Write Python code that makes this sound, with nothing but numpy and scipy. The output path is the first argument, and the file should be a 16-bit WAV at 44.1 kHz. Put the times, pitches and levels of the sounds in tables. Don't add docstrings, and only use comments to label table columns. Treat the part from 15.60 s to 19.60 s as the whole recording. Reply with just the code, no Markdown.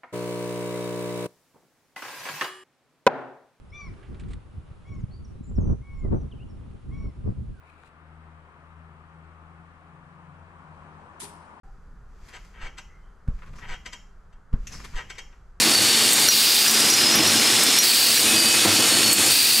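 import sys
import numpy as np
from scipy import signal
from scipy.fft import rfft, irfft
from scipy.io import wavfile
from scipy.ndimage import uniform_filter1d

SR = 44100
rng = np.random.default_rng(int(sys.argv[2]) if len(sys.argv) > 2 else 0)


def store_wav(level_fs):
    pcm = np.round(np.clip(np.atleast_2d(level_fs), -1, 1) * 32767)
    wavfile.write(sys.argv[1], SR, pcm.T.astype(np.int16))


N = 176400
T = np.arange(N) / SR
FREQS = np.fft.rfftfreq(N, 1 / SR)


def amp(db):
    return 10 ** (np.asarray(db) / 20)


def unit(x):
    return x / np.sqrt(np.mean(x ** 2) + 1e-20)


def curve(rows, column=1):
    rows = np.array(rows)
    return np.interp(T, rows[:, 0], rows[:, column])


def colour(x, eq):
    hz, db = np.transpose(eq)
    gain = amp(np.interp(np.log(FREQS + 1), np.log(hz), db))
    return unit(irfft(rfft(x) * gain, N))


def drift(rate_hz):
    return unit(irfft(rfft(rng.standard_normal(N)) / (1 + (FREQS / rate_hz) ** 2), N))


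def turbulence(patch_db=0.73, flicker_db=1):
    bands = signal.stft(rng.standard_normal(N), nperseg=512, noverlap=384)[2]
    patches = uniform_filter1d(rng.standard_normal(bands.shape), size=10, axis=0)
    patches = unit(uniform_filter1d(patches, size=14, axis=1))
    rush = signal.istft(bands * amp(patch_db * patches), nperseg=512, noverlap=384)[1][:N]
    return rush * amp(flicker_db * drift(rate_hz=160))


def enclosure(x, depth_db, width_hz):
    pole = np.exp(-2 * np.pi * SR / (N * width_hz))
    scatter = rng.standard_normal(len(FREQS))
    ripple = unit(signal.filtfilt([1 - pole], [1, -pole], scatter, padtype="even", padlen=2000))
    return irfft(rfft(x) * amp(depth_db * ripple), N)


def bursts(hits, rise_s, t60_s):
    return sum(np.clip((T - start) / rise_s, 0, 1)
               * amp(db - 60 * np.maximum(T - start - rise_s, 0) / t60_s) for start, db in hits)


def fuzzy_tone(hz, width_hz, clean):
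    phase = 2 * np.pi * np.cumsum(hz * np.ones(N)) / SR
    return unit((clean + drift(width_hz / 2)) * np.cos(phase) + drift(width_hz / 2) * np.sin(phase))


# f/Hz, relative level/dB
ROAR_EQ = [(70, -22), (110, -12.5), (420, -3.5), (520, -7.5), (1000, -5), (1400, -3.5), (2200, -2),
           (3200, 0), (4350, 3), (5000, 1.5), (5550, 0), (6300, -3.5), (9000, -8.5), (12000, -19),
           (15800, -31)]

def hall_roar(level_db=-19):
    return amp(level_db) * colour(enclosure(turbulence(), depth_db=2, width_hz=46), ROAR_EQ)


# f/Hz, relative level/dB
LEAK_EQ = [(2000, -43.5), (5500, -24.5), (6600, 4.5), (7300, 0), (8000, 4.5), (9000, 3.5), (10500, -1.5),
           (12500, -3), (15800, -13.5)]
# t/s, level/dB
LEAK_LEVEL = [(0, -22.5), (.4, -23.5), (.6, -19.5), (.9, -24), (1.28, -22.5), (1.62, -28.5), (1.70, -25),
              (2.5, -23), (2.8, -20), (3.1, -24), (3.4, -22), (3.65, -19.5), (4, -24)]

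def leak_hiss():
    hiss = colour(enclosure(turbulence(), depth_db=4, width_hz=24), LEAK_EQ)
    return amp(curve(LEAK_LEVEL)) * hiss


# f/Hz, width/Hz, level/dB, start t/s, end t/s
WHINES = [(1356, 30, -42, .9, 3.7), (2995, 14, -36, 2.3, 3.6), (4385, 24, -32, 0, .65),
          (3648, 30, -35, .1, .65), (6785, 50, -33, 3.25, 3.42), (8576, 12, -38, 3.2, 3.7)]

def whines(fade_s=0.061):
    out = np.zeros(N)
    for hz, width_hz, db, start, end in WHINES:
        fade = np.clip(np.minimum(T - start, end - T) / fade_s + 1, 0, 1)
        out += amp(db) * fade * fuzzy_tone(hz, width_hz, clean=2.4)
    return out


# t/s, level/dB
MOTOR_LEVEL = [(0, -35.5), (.7, -54), (1.7, -34), (2, -49), (2.63, -35), (2.69, -26.5), (3.33, -37),
               (3.68, -28.5), (4, -29)]

def motor(hum_db=-39.5):
    tone = amp(curve(MOTOR_LEVEL)) * fuzzy_tone(hz=2546, width_hz=6.6, clean=2.2)
    return tone + amp(hum_db) * fuzzy_tone(hz=224.7, width_hz=8.1, clean=2.9)


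# f/Hz, relative level/dB
FRAME_EQ = [(30, -30), (55, -14), (75, -27), (100, 0.5), (140, -5), (168, -8.5), (222, 3), (255, -4.5),
            (322, 7), (370, -6.5), (600, -7), (1400, -11.5), (4000, -24)]
# t/s, level/dB
RUMBLE_LEVEL = [(0, -34), (.2, -32), (.3, -39), (.65, -32.5), (1.05, -40.5), (1.25, -32), (1.45, -33),
                (1.7, -26.5), (1.85, -35), (2.02, -32), (2.2, -38.5), (2.55, -34), (2.78, -27.5),
                (2.93, -31.5), (3.22, -32.5), (3.35, -28.5), (3.68, -27), (4, -32.5)]
# t/s, level/dB
THUMPS = [(.055, -21.5), (.205, -34), (1.44, -31), (1.545, -19), (1.59, -30), (3.048, -16.5),
          (3.185, -25.5)]

def drive(flutter_db=1):
    rumble = amp(curve(RUMBLE_LEVEL) + flutter_db * drift(rate_hz=97))
    thumps = bursts(THUMPS, rise_s=0.0074, t60_s=0.37)
    return np.hypot(rumble, thumps) * colour(rng.standard_normal(N), FRAME_EQ)


# t/s, f/Hz, level/dB
RISING_WHISTLE = [(0, 4490, -26), (.135, 4495, -26), (.155, 4497, -15), (.18, 4490, -23.5),
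                  (.36, 4495, -24), (.5, 4580, -33), (.69, 4610, -23), (.73, 4900, -23), (1.1, 4930, -26),
                  (1.3, 5000, -27), (1.35, 5040, -24.5), (1.53, 5110, -20.5), (1.72, 5150, -28.5),
                  (1.9, 5210, -27.5), (2.2, 5285, -29), (2.7, 5370, -55), (3.5, 5365, -29), (4, 5400, -40)]
FALLING_WHISTLE = [(2.72, 4700, -36), (2.77, 4705, -19), (2.89, 4650, -21.5), (2.952, 4570, -27),
                   (3.29, 4460, -29), (3.32, 4420, -25), (3.5, 4403, -21), (3.65, 4430, -29),
                   (3.75, 4480, -22), (4, 4490, -36)]
SHRILL_WHISTLE = [(2.6, 9130, -40), (2.701, 9220, -31), (3.1, 8900, -32), (3.551, 8860, -33),
                  (3.68, 9070, -28), (4, 9000, -26)]

def whistles(waver_hz=6.83, skirt_db=-4):
    out = np.zeros(N)
    for glide in (RISING_WHISTLE, FALLING_WHISTLE, SHRILL_WHISTLE):
        hz = curve(glide) + waver_hz * drift(rate_hz=11)
        core = fuzzy_tone(hz, width_hz=80, clean=2.1)
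        skirt = amp(skirt_db) * fuzzy_tone(hz, width_hz=280, clean=0)
        started = T >= glide[0][0]
        out += started * amp(curve(glide, column=2)) * unit(core + skirt)
    return out


# t/s, level/dB
SPITS = [(.530, -11), (1.108, -16), (2.033, -12), (2.605, -13), (3.528, -6.5)]
# f/Hz, relative level/dB
SPIT_EQ = [(1500, -51), (5000, -12), (8300, 12), (10500, -2), (13000, 5), (15800, 4.5)]

def valve_spits():
    return bursts(SPITS, rise_s=0.0031, t60_s=0.064) * colour(rng.standard_normal(N), SPIT_EQ)


# start t/s, length/s, level/dB, nozzle ring f/Hz, ring level/dB
JETS = [(0.694, .39, -13.5, 4560, -25), (2.223, .39, -13.5, 4650, -23.5), (3.699, .4, -10, 4630, -16.5)]
# f/Hz, relative level/dB
JET_EQ = [(500, -28.5), (1800, -9.5), (2900, -2), (3300, -4.5), (4000, 1.5), (4650, 4.5), (5300, -2.5),
          (7000, -8), (8200, -2), (11000, -7), (12500, -6.5), (14500, -10), (15800, -7.5)]

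def air_jets(rise_s=0.019, fall_s=0.15):
    out = np.zeros(N)
    for start, length, db, ring_hz, ring_db in JETS:
        jet = amp(db) * colour(enclosure(turbulence(), depth_db=2, width_hz=130), JET_EQ)
        nozzle = amp(ring_db) * fuzzy_tone(ring_hz, width_hz=270, clean=0)
        opening = np.clip((T - start) / rise_s, 0, 1)
        closing = np.clip((start + length - T) / fall_s + 0.5, 0, 1)
        out += opening * closing * (jet + nozzle)
    return out


# t/s, level/dB, ring f/Hz
KNOCKS = [(.685, -18.5, 1500), (1.062, -17.5, 1720), (1.0805, -24, 1730), (1.4112, -22, 2080),
          (1.5549, -20, 2200), (2.573, -18, 1780)]
# f/Hz, relative level/dB
KNOCK_EQ = [(200, -30), (900, -28), (1650, -3), (2400, -5), (8000, -30)]

def guide_knocks():
    clatter = colour(rng.standard_normal(N), KNOCK_EQ)
    out = np.zeros(N)
    for start, db, hz in KNOCKS:
        ring = np.sin(2 * np.pi * hz * (T - start))
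        out += bursts([(start, db)], rise_s=0.0018, t60_s=0.023) * (clatter + ring)
    return out


# f/Hz, relative level/dB, t60/s
GLASS_MODES = [(4245, -2, 0.27), (5740, -2, .115), (6060, -9, 0.054), (6720, -22, .1), (10300, -21, 0.2),
               (12400, -15, 0.054)]
# t/s, level/dB, grip (0 free, 1 tight), top-mode gain/dB
CLINKS = [(.6860, -2.5, 0, 4), (.6925, -14, 0.8, -4), (1.080, -4, 0.9, 3), (1.093, -7.5, 0.9, 0),
          (1.142, -12, 0.7, -4), (1.201, -15, 0.3, 0), (1.301, -5.5, 0.9, 4), (1.3085, -14, .6, -2),
          (1.3374, -7.5, 0.6, -8), (1.4117, -17, .4, 4), (1.423, -15, .6, -4), (1.517, -12, .5, -2),
          (1.554, -13, .6, 17), (1.5625, -11, 0.6, -11), (1.672, -10, 0.7, 8), (1.684, -17, 0.8, -4),
          (1.7005, -15, 1, -4), (2.186, -5, 0.16, 7.5), (2.574, -9.5, 0.5, 11), (2.7357, -12, .9, -3)]
WALL_BELOW_HZ, TOP_ABOVE_HZ = 5000, 9000
GRIP_DAMPING, GRIP_WALL_DB = 1.55, -18

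def bottle_clinks(contact_s=0.0018, detune_hz=12, crack_db=-9, crack_t60_s=0.018):
    t, out = T[:SR // 3], np.zeros(N + SR)
    attack = np.minimum(t / contact_s, 1)
    for start, db, grip, top_db in CLINKS:
        choke = np.exp(GRIP_DAMPING * grip)
        ring = np.zeros(len(t))
        for hz, mode_db, t60 in GLASS_MODES:
            trim_db = GRIP_WALL_DB * grip * (hz < WALL_BELOW_HZ) + top_db * (hz > TOP_ABOVE_HZ)
            pitch = hz + detune_hz * rng.standard_normal()
            ring += amp(mode_db + trim_db - 60 * t * choke / t60) * np.sin(2 * np.pi * pitch * t)
        bright_noise = unit(np.gradient(rng.standard_normal(len(t))))
        crack = amp(crack_db - 60 * t / crack_t60_s) * bright_noise
        out[round(start * SR):][:len(t)] += amp(db) * attack * (ring + crack)
    return out[:N]


def hall_reflections(x, t60_s=0.069, wet_db=-1):
    t = T[:SR // 3]
    tail = rng.standard_normal(len(t)) * amp(-60 * t / t60_s)
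    return x + amp(wet_db) * signal.fftconvolve(x, tail / np.linalg.norm(tail))[:N]


def scene():
    bed = hall_roar() + leak_hiss()
    machinery = whines() + motor() + drive()
    air = whistles() + valve_spits() + air_jets()
    glass = hall_reflections(guide_knocks() + bottle_clinks())
    return np.tile(bed + machinery + air + glass, (2, 1))


SENSE_S, THRESHOLD_DB, DUCK_SHARE, RELEASE_DB_PER_S, MAKEUP_DB = 0.007, -18, 0.93, 125, 1
CEILING, LOW_CUT_HZ, HIGH_CUT_HZ = 0.86, 60, 15750

def record(dry):
    pole = np.exp(-1 / (SENSE_S * SR))
    power_db = 10 * np.log10(signal.lfilter([1 - pole], [1, -pole], dry[0] ** 2) + 1e-12)
    release_db = T * RELEASE_DB_PER_S
    peak_db = np.maximum.accumulate(power_db + release_db) - release_db
    over_db = np.maximum(peak_db - THRESHOLD_DB, 0)
    ducked = dry * amp(MAKEUP_DB - DUCK_SHARE * over_db)
    clipped = ducked / (1 + (ducked / CEILING) ** 8) ** (1 / 8)
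    low_cut = signal.butter(2, LOW_CUT_HZ, "high", fs=SR, output="sos")
    high_cut = signal.firwin(511, HIGH_CUT_HZ, window=("kaiser", 9), fs=SR)
    return signal.oaconvolve(signal.sosfilt(low_cut, clipped), high_cut[None], "same")


dry = scene()
out = record(dry)
store_wav(out)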